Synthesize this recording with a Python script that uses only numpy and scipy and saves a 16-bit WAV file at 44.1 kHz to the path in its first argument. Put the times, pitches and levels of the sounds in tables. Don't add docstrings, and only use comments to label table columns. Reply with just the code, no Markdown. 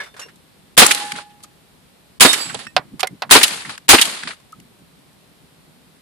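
import sys
import numpy as np
from scipy import signal
from scipy.fft import rfft, irfft
from scipy.io import wavfile
from scipy.ndimage import uniform_filter1d

SR = 44100
rng = np.random.default_rng(int(sys.argv[2]) if len(sys.argv) > 2 else 0)


def to_linear_factor(level_db):
    exponent = np.asarray(level_db, float) / 20
    return 10 ** exponent


def bounce(signal):
    frames = np.transpose(np.atleast_2d(signal))
    limited = np.clip(frames, -1, 1)
    pcm = np.round(limited * 32767).astype(np.int16)
    wavfile.write(sys.argv[1], SR, pcm)


N = 265041


def colour(x, points):
    hz, db = np.transpose(points)
    size = x.shape[-1]
    bins_hz = np.arange(size // 2 + 1) * SR / size
    gain = to_linear_factor(np.interp(np.log(bins_hz + 1), np.log(hz), db, left=-90, right=-90))
    y = irfft(rfft(x) * gain, size)
    return y / np.sqrt(np.mean(y ** 2))


def pair(size, alike):
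    alike = np.clip(alike, 0, 1)
    mid, left, right = rng.standard_normal((3, size))
    return np.sqrt(alike) * mid + np.sqrt(1 - alike) * np.array([left, right])


def add(out, s, sound, pan_db):
    i = int(s * SR)
    sound = sound[..., :N - i]
    out[:, i:i + sound.shape[-1]] += sound * to_linear_factor(np.array([[pan_db], [-pan_db]]) / 2)


def fade(t, t60):
    return np.exp(-np.log(1000) * t / max(t60, 1e-3))


def bump(t, middle, half):
    return np.exp(-((t - middle) / max(half, 1e-3)) ** 2)


# middle t/s, level/dB, half length t/s
GUSTS = [(1.43, -53, .03), (2.672, -43, .015), (2.78, -45, .04), (2.87, -44, .04), (2.945, -41, .03),
         (3.135, -42, .03), (2.5, -42, .06), (3.3, -45, .05), (3.53, -45, .05), (4.11, -42, .05),
         (4.6, -50, .05), (4.835, -53, .02)]
# f/Hz, level/dB
WIND = [(25, -30), (60, -7), (110, -7), (160, 0), (260, -6), (420, -14), (800, -28), (1400, -60)]
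# f/Hz, level/dB
THUD = [(45, -26), (110, -4), (190, 0.5), (310, -6), (550, -30)]
# f/Hz, level/dB
HISS = [(200, -10), (400, -1), (800, -2), (1500, -6), (2600, -7), (4100, -7), (5000, -11), (6300, -16),
        (9000, -11), (12000, -14), (14300, -17), (14800, -60)]
CALM_DB, HISS_DB = -55.5, -55


def air(duck):
    t = np.arange(N) / SR
    gust = np.sqrt(sum((to_linear_factor(db) * bump(t, s, half)) ** 2 for s, db, half in GUSTS))
    puffs = np.repeat(rng.standard_normal(N // 500 + 1), 500)
    puffs = uniform_filter1d(puffs, size=500)[:N]
    breeze = colour(pair(N, .4), WIND) * to_linear_factor(CALM_DB + 1.8 * puffs)
    buffets = colour(pair(N, .6), THUD) * gust * to_linear_factor(4.5 * puffs)
    hiss = to_linear_factor(HISS_DB) * colour(pair(N, .1), HISS)
    return breeze + buffets + duck * hiss


# f/Hz, level/dB, t60/s
BUCKLE = [(1705, -25, .1), (2178, -27, .13), (3560, -43, .5), (4100, -41, .15), (4700, -44, .2),
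          (5580, -43, .3)]
# f/Hz, level/dB, t60/s
CLIP = [(2780, -35, .1), (5580, -36, .11)]
# f/Hz, level/dB, t60/s
PLATE = [(829, -26.5, .82), (1728, -40, .7)]
# f/Hz, level/dB, t60/s
BARREL = [(3685, -9, .17), (4400, -27, .15), (5103, -26.5, .55), (7720, -23, .25), (9012, -21, .2)]
# f/Hz, level/dB, t60/s
TUBE = [(4624, -22, .14), (7720, -28, .5), (12750, -34, .4)]
# f/Hz, level/dB, t60/s
BRASS = [(1841, -35, .1), (2616, -35, .1), (5500, -40, .06), (8339, -48, .12)]
# f/Hz, level/dB, t60/s
RIM = [(2080, -26, .045), (3300, -34, .035)]
# modes, t/s, swell/s, left minus right/dB
STRIKES = [
    (BUCKLE, 0.0, .004, 0),
    (CLIP, .205, .03, 0),
    (PLATE, .85, .02, 0),
    (PLATE, .93, .1, 0),
    (BARREL, 2.265, .03, -6),
    (TUBE, 2.385, .035, -6),
    (BRASS, 2.668, .003, -8),
    (RIM, 3.0715, .002, -4),
]
# t/s, f/Hz, level/dB, t60/s
PINGS = [
    (.194, 6750, -37, .09),
    (.194, 6080, -39, .05),
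    (.194, 7350, -41, .06),
    (0.918, 10580, -25, .2),
    (1.434, 6900, -42, .04),
    (1.44, 1250, -44, .04),
    (4.027, 8950, -22, .1),
    (4.527, 1275, -28, .04),
]
PING_SWELL_S = .004


def rings():
    out, t = np.zeros((2, N)), np.arange(SR) / SR
    struck = [(s, swell, pan_db) + mode for modes, s, swell, pan_db in STRIKES for mode in modes]
    pings = [(row[0], PING_SWELL_S, 0) + row[1:] for row in PINGS]
    for s, swell, pan_db, hz, db, t60 in struck + pings:
        waver_cycles = 14 * t * (1 + rng.random()) + rng.random()
        waver = 1 + .2 * np.sin(2 * np.pi * waver_cycles)
        phase = rng.standard_normal((2, 1)) * hz / 2000
        tone = np.sin(2 * np.pi * hz * t + phase)
        swell_and_die = np.minimum(t / swell, 1) * fade(np.maximum(t - swell, 0), t60)
        add(out, s, to_linear_factor(db) * swell_and_die * waver * tone, pan_db)
    return out


# t/s, peak level/dB, crack level/dB, left minus right/dB
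KNOCKS = [
    (2.765, 0, -5, -6),
    (3.031, -5, -6.5, -7),
    (3.221, -8, -7.5, -5.5),
]
# f/Hz, level/dB, t60/s
DRUM = [(644, -8, 0.15), (750, 7, 0.22), (910, -9.5, 0.27), (1435, 5, 0.054), (2540, -3.5, 0.034),
        (2640, -14.5, 0.064), (3570, -11.5, 0.038), (4230, -9.5, 0.041), (4100, -17, 0.039)]
# delay t/s, level/dB
DRUM_REPEATS = [
    (0.0032, -2.5),
    (0.0135, -13.5),
]
# f/Hz, level/dB
HOLLOW = [(120, -45), (300, -8.5), (600, 0.5), (1100, -5), (2000, -10.5), (4000, -35)]
DRUM_DAMP_S = .042


def knocks():
    out, t = np.zeros((2, N)), np.arange(4096) / SR
    for s, db, crack_db, pan_db in KNOCKS:
        for delay, bounce_db in [(0, 0.0064)] + DRUM_REPEATS:
            body = 0
            for hz, mode_db, t60 in DRUM:
                spot = rng.standard_normal(3)
                tone = np.sin(2 * np.pi * hz * t + .6 * spot[1:, None])
                body = body + to_linear_factor(mode_db + 1.5 * spot[0]) * tone * fade(t, min(t60, DRUM_DAMP_S))
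            crack = colour(pair(len(t), 0.94), CRACK) + to_linear_factor(-19) * colour(pair(len(t), .2), SIZZLE)
            snap = to_linear_factor(crack_db + 12) * crack * (fade(t, .008) + to_linear_factor(-8) * fade(t, .05))
            tail = to_linear_factor(-1) * colour(pair(len(t), .6), HOLLOW) * (fade(t, .07) + to_linear_factor(-15) * fade(t, .17))
            add(out, s + delay, to_linear_factor(db + bounce_db - 15) * (body + tail + snap), pan_db)
    return signal.sosfilt(signal.butter(3, 430, "high", fs=SR, output="sos"), out)


# t/s, peak level/dB, loudest f/Hz, treble level/dB, length t/s
GEAR = [(0.0024, -26.5, 1700, -15.5, 0.074), (0.034, -34, 2030, -8.5, 0.055), (0.06, -37, 1400, -13, .08),
        (0.1413, -40.5, 1660, -13, 0.04), (0.165, -36.5, 1430, -9, 0.09), (0.194, -28, 1540, -5, 0.046),
        (0.215, -32, 1800, -8, .07), (0.2627, -46.5, 1060, -8, 0.039), (0.2852, -41, 1950, -12, 0.055)]
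# t/s, peak level/dB, loudest f/Hz, length t/s
SCUFFS = [(0.0, -36, 580, .12), (0.14, -42, 500, .06), (0.19, -38, 600, .1), (0.255, -40, 450, .06),
          (2.544, -21, 700, .04)]
# t/s, peak level/dB, loudest f/Hz, treble level/dB, left minus right/dB
BOLT_BACK = [
    (0.8589, -9, 1270, -12, -3),
    (0.8744, -17.5, 2760, -7.5, -4.5),
    (3.413, -9, 2300, -16, 1.5),
    (3.984, -6, 2764, -16, -0.5),
]
# t/s, peak level/dB, loudest f/Hz, treble level/dB, rebound level/dB
BOLT_SHUT = [
    (0.9082, -5, 2130, -8, -5),
    (2.334, -9, 2000, -5, -12),
    (3.431, 1.5, 3900, -1.5, -3),
    (4.0133, -3, 3800, -0.5, -4),
]
# t/s, peak level/dB, loudest f/Hz, length t/s, left minus right/dB
CLAPS = [(1.1544, -28.5, 1990, 0.046, 0.5), (1.1862, -22.5, 1327, 0.023, -6), (2.496, -24, 1660, 0.053, -4),
         (2.5487, -23.5, 3700, 0.024, -7.5), (3.649, -27.5, 1900, 0.047, -3), (3.694, -24, 1400, 0.04, 1.2),
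         (4.228, -27, 2000, .015, -2.2), (4.273, -21.5, 1960, 0.017, -1.5), (4.3068, -23.5, 1970, 0.03, 5),
         (4.3314, -34, 1630, 0.017, 1.5)]
# t/s, peak level/dB, loudest f/Hz, treble level/dB, length t/s
TICKS = [(0.358, -52, 3900, 6, .015), (1.3, -50, 3000, -10, .08), (1.404, -46, 1100, -10, .02),
         (1.428, -48, 4000, 6, .03), (1.435, -37, 4090, 4, .025), (1.4416, -39, 1210, -3, 0.03),
         (2.544, -26, 900, 2.5, .02), (2.995, -24, 1200, -4, .05), (3.0045, -17, 3200, -2, .02),
         (3.2935, -24, 1500, -18, .03), (4.4, -48, 1000, -4, .02), (4.522, -44, 3000, 5, .012),
         (4.6, -41, 2600, 3, .01), (4.79, -60, 4000, 8, .01), (4.99, -60, 4000, 8, .01),
         (5.13, -55, 4400, 2, .01)]
# t/s, peak level/dB, loudest f/Hz, treble level/dB, left minus right/dB
CLICKS = [(0.8635, -13, 4800, 10.5, 3.5), (0.9472, -17.5, 3950, 0, -3.5), (2.3305, -23, 5000, 12, -6),
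          (1.1193, -20, 2010, -5.5, -1.0), (2.6675, -28.5, 1800, -14, -5), (3.0709, -26.5, 2090, 2, -3),
          (3.479, -20, 3330, 1, 2), (3.7775, -29, 1786, -7, 3.0), (3.9931, -9, 2762, -10.5, -1.5),
          (4.0534, -18.5, 3270, 0, 2), (4.2338, -22, 1790, -12.5, 1)]
GEAR_PAN_DB, SCUFF_TOP_DB, SCUFF_PAN_DB = -1.5, -30, -1.5
BOLT_S, BOLT_PAN_DB, REBOUND_S, REBOUND_HZ, REBOUND_TOP_DB = .03, -3.5, .0047, 3200, -5
CLAP_TOP_DB, CLICK_S = -18, .014
TICK_LEAN_DB = -6


def clack_rows():
    rows = [row + (GEAR_PAN_DB,) for row in GEAR]
    rows += [(s, db, hz, SCUFF_TOP_DB, length, SCUFF_PAN_DB) for s, db, hz, length in SCUFFS]
    rows += [(s, db, hz, top_db, BOLT_S, pan_db) for s, db, hz, top_db, pan_db in BOLT_BACK]
    for s, db, hz, top_db, rebound_db in BOLT_SHUT:
        rows.append((s, db, hz, top_db, BOLT_S, BOLT_PAN_DB))
        rows.append((s + REBOUND_S, rebound_db, REBOUND_HZ, REBOUND_TOP_DB, BOLT_S, BOLT_PAN_DB / 2))
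    rows += [(s, db, hz, CLAP_TOP_DB, length, pan_db) for s, db, hz, length, pan_db in CLAPS]
    rows += [row + (TICK_LEAN_DB * (row[1] > -32),) for row in TICKS]
    rows += [(s, db + 4.5, hz, top_db, CLICK_S, pan_db) for s, db, hz, top_db, pan_db in CLICKS]
    return rows


def clacks():
    out, t = np.zeros((2, N)), np.arange(4096) / SR
    for s, db, hz, top_db, length, pan_db in clack_rows():
        shelf_db = min(1.1 * top_db - 5, -8)
        resonance = [(hz / 3, -24), (hz / 1.8, -8), (hz, 0), (hz * 1.3, -7), (5600, shelf_db), (7000, -45)]
        body = colour(pair(len(t), .2), resonance)
        edge = colour(pair(len(t), 0.13), SIZZLE) * to_linear_factor(top_db)
        chatter = np.minimum(t / .0005, 1) * fade(t ** 2 / length, length)
        chatter = chatter + to_linear_factor(-18) * fade(t, 3 * length)
        add(out, s, to_linear_factor(db - 5.5) * chatter * (body + edge), pan_db)
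    return out


# delay t/ms, level/dB, hold t/ms, fall/(dB per ms), dullness 0-1
PATHS = [
    (-7.5, -21, 7, 3.0, 0.05),
    (0.4, 6.5, 22, 0.68, 0.01),
    (41.5, -0.6, 15, 0.8, 0.99),
    (42, -14, 1.5, 0.075, 0.06),
    (384, -30, 59, 0.6, 0.25),
]
RISE_MS, SAG_DB_PER_MS = 1.6, .2
RANGE_END_MS, END_DROP_DB, END_DROP_MS, END_FALL_DB_PER_MS = 447, -6, 22, .07


def paths(ms, sharp_db, dull_db):
    power = 0
    for delay, db, hold, fall, dull in PATHS:
        since = ms - delay
        path_db = db + sharp_db + dull * (dull_db - sharp_db)
        path_db = path_db - SAG_DB_PER_MS * np.clip(since, 0, hold) - fall * np.maximum(since - hold, 0)
        rise = np.clip(1 + since / RISE_MS, 0, 1) ** 2
        power = power + (to_linear_factor(path_db) * rise) ** 2
    past = np.maximum(ms - RANGE_END_MS, 0)
    return np.sqrt(power) * to_linear_factor(END_DROP_DB * np.minimum(past / END_DROP_MS, 1) - END_FALL_DB_PER_MS * past)


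# t/s, charge level/dB, left minus right/dB, boom level/dB, sizzle level/dB
SHOTS = [
    (0.777, -1, -1, -7, 0.5),
    (2.2072, -3, -5, -7, 0.5),
    (3.3105, -0.5, 1, -8, 0),
    (3.8904, -0.5, 0.5, -7.5, 0),
]
# f/Hz, level/dB
BOOM = [(25, -25.5), (70, -14.5), (150, -8), (260, 3), (500, 0.5), (1100, -2), (1900, -10), (3500, -36)]
# f/Hz, level/dB
CRACK = [(300, -30.5), (800, -4.5), (1500, -2), (2600, -1.5), (4200, -1.5), (5200, -6), (6500, -30.5)]
# f/Hz, level/dB
SIZZLE = [(3500, -32), (5200, -8.5), (6300, -1.5), (8500, 0.5), (10500, -1.5), (12000, -9), (13500, -11),
          (15000, -19.5), (21000, -50)]
BOOM_SHARP_DB, BOOM_DULL_DB, SIZZLE_SHARP_DB, SIZZLE_DULL_DB = -6.8, 4.2, -1.6, -8
AIR_DB_PER_MS = .009
THUD_MS, THUD_DB, THUD_HALF_MS = 372, -39, 28


def shots():
    out = np.zeros((2, N))
    size = 32768
    ms = np.arange(size) / SR * 1000 - 10
    for s, db, pan_db, low_db, top_db in SHOTS:
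        lumps = np.repeat(rng.standard_normal((3, 128)), 256, axis=1)
        lumps = uniform_filter1d(lumps, size=256) * np.clip(ms / 100, 0, 1)
        boom = colour(pair(size, .85), BOOM) * to_linear_factor(low_db + 3.5 * lumps[0])
        boom = boom * paths(ms, BOOM_SHARP_DB, BOOM_DULL_DB)
        crack = colour(pair(size, .1), CRACK) * to_linear_factor(2.2 * lumps[1]) * paths(ms, 0, 0)
        sizzle = colour(pair(size, 0.032), SIZZLE) * to_linear_factor(top_db + 1.5 * lumps[2] - AIR_DB_PER_MS * ms)
        sizzle = sizzle * paths(ms, SIZZLE_SHARP_DB, SIZZLE_DULL_DB)
        thud = colour(pair(size, .6), THUD) * to_linear_factor(THUD_DB) * bump(ms, THUD_MS, THUD_HALF_MS)
        add(out, s + ms[0] / 1000, to_linear_factor(db) * (boom + crack + sizzle + thud), pan_db)
    return out


DEAF_MS, DEAF_HALF_MS, DEAF_HZ = 205, 40, 110


def deafen(field):
    ms = np.arange(N) / SR * 1000
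    deaf = sum(bump(ms, shot[0] * 1000 + DEAF_MS, DEAF_HALF_MS) for shot in SHOTS)
    bass = signal.sosfiltfilt(signal.butter(2, DEAF_HZ, fs=SR, output="sos"), field)
    return field - np.minimum(1.3 * deaf, 1) * bass


def scene():
    blasts = shots()
    loud = uniform_filter1d(np.abs(blasts).mean(axis=0), size=1500)
    duck = 1 / (1 + loud / to_linear_factor(-41))
    return deafen(air(duck) + rings() + knocks() + clacks() + blasts)


# t/ms after a shot, highest f/Hz kept
KEPT = [(-30, 14700), (0, 16000), (70, 15200), (150, 14300), (200, 12800), (300, 11700), (440, 11400),
        (480, 14700)]


def thin_tails(x):
    hz, s, frames = signal.stft(x, SR, nperseg=512)
    ms, kept_hz = np.transpose(KEPT)
    since = np.array([1000 * (s - shot[0]) for shot in SHOTS])
    latest = np.where(since > ms[0], since, np.inf).min(axis=0)
    overload = np.sum(np.abs(frames) ** 2, axis=(0, 1)) > .06
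    top_hz = np.where(overload, SR, np.interp(latest, ms, kept_hz))
    ragged = np.kron(rng.standard_normal((65, len(s) // 4 + 1)), np.ones((4, 4)))[:len(hz), :len(s)]
    edge_hz = top_hz + (14700 - top_hz).clip(0, 450) * (ragged - .4)
    return signal.istft(frames * (hz[:, None] < edge_hz), SR, nperseg=512)[1][:, :N]


def top_cut(x):
    return signal.sosfilt(signal.butter(12, 15580, fs=SR, output="sos"), x)


def record(dry):
    clipped = np.clip(dry, -.98, .98)
    low_pass = signal.butter(4, 15500, fs=SR, output="sos")
    mix = signal.sosfilt(low_pass, thin_tails(clipped))
    return top_cut(mix)


dry = scene()
out = record(dry)
bounce(out)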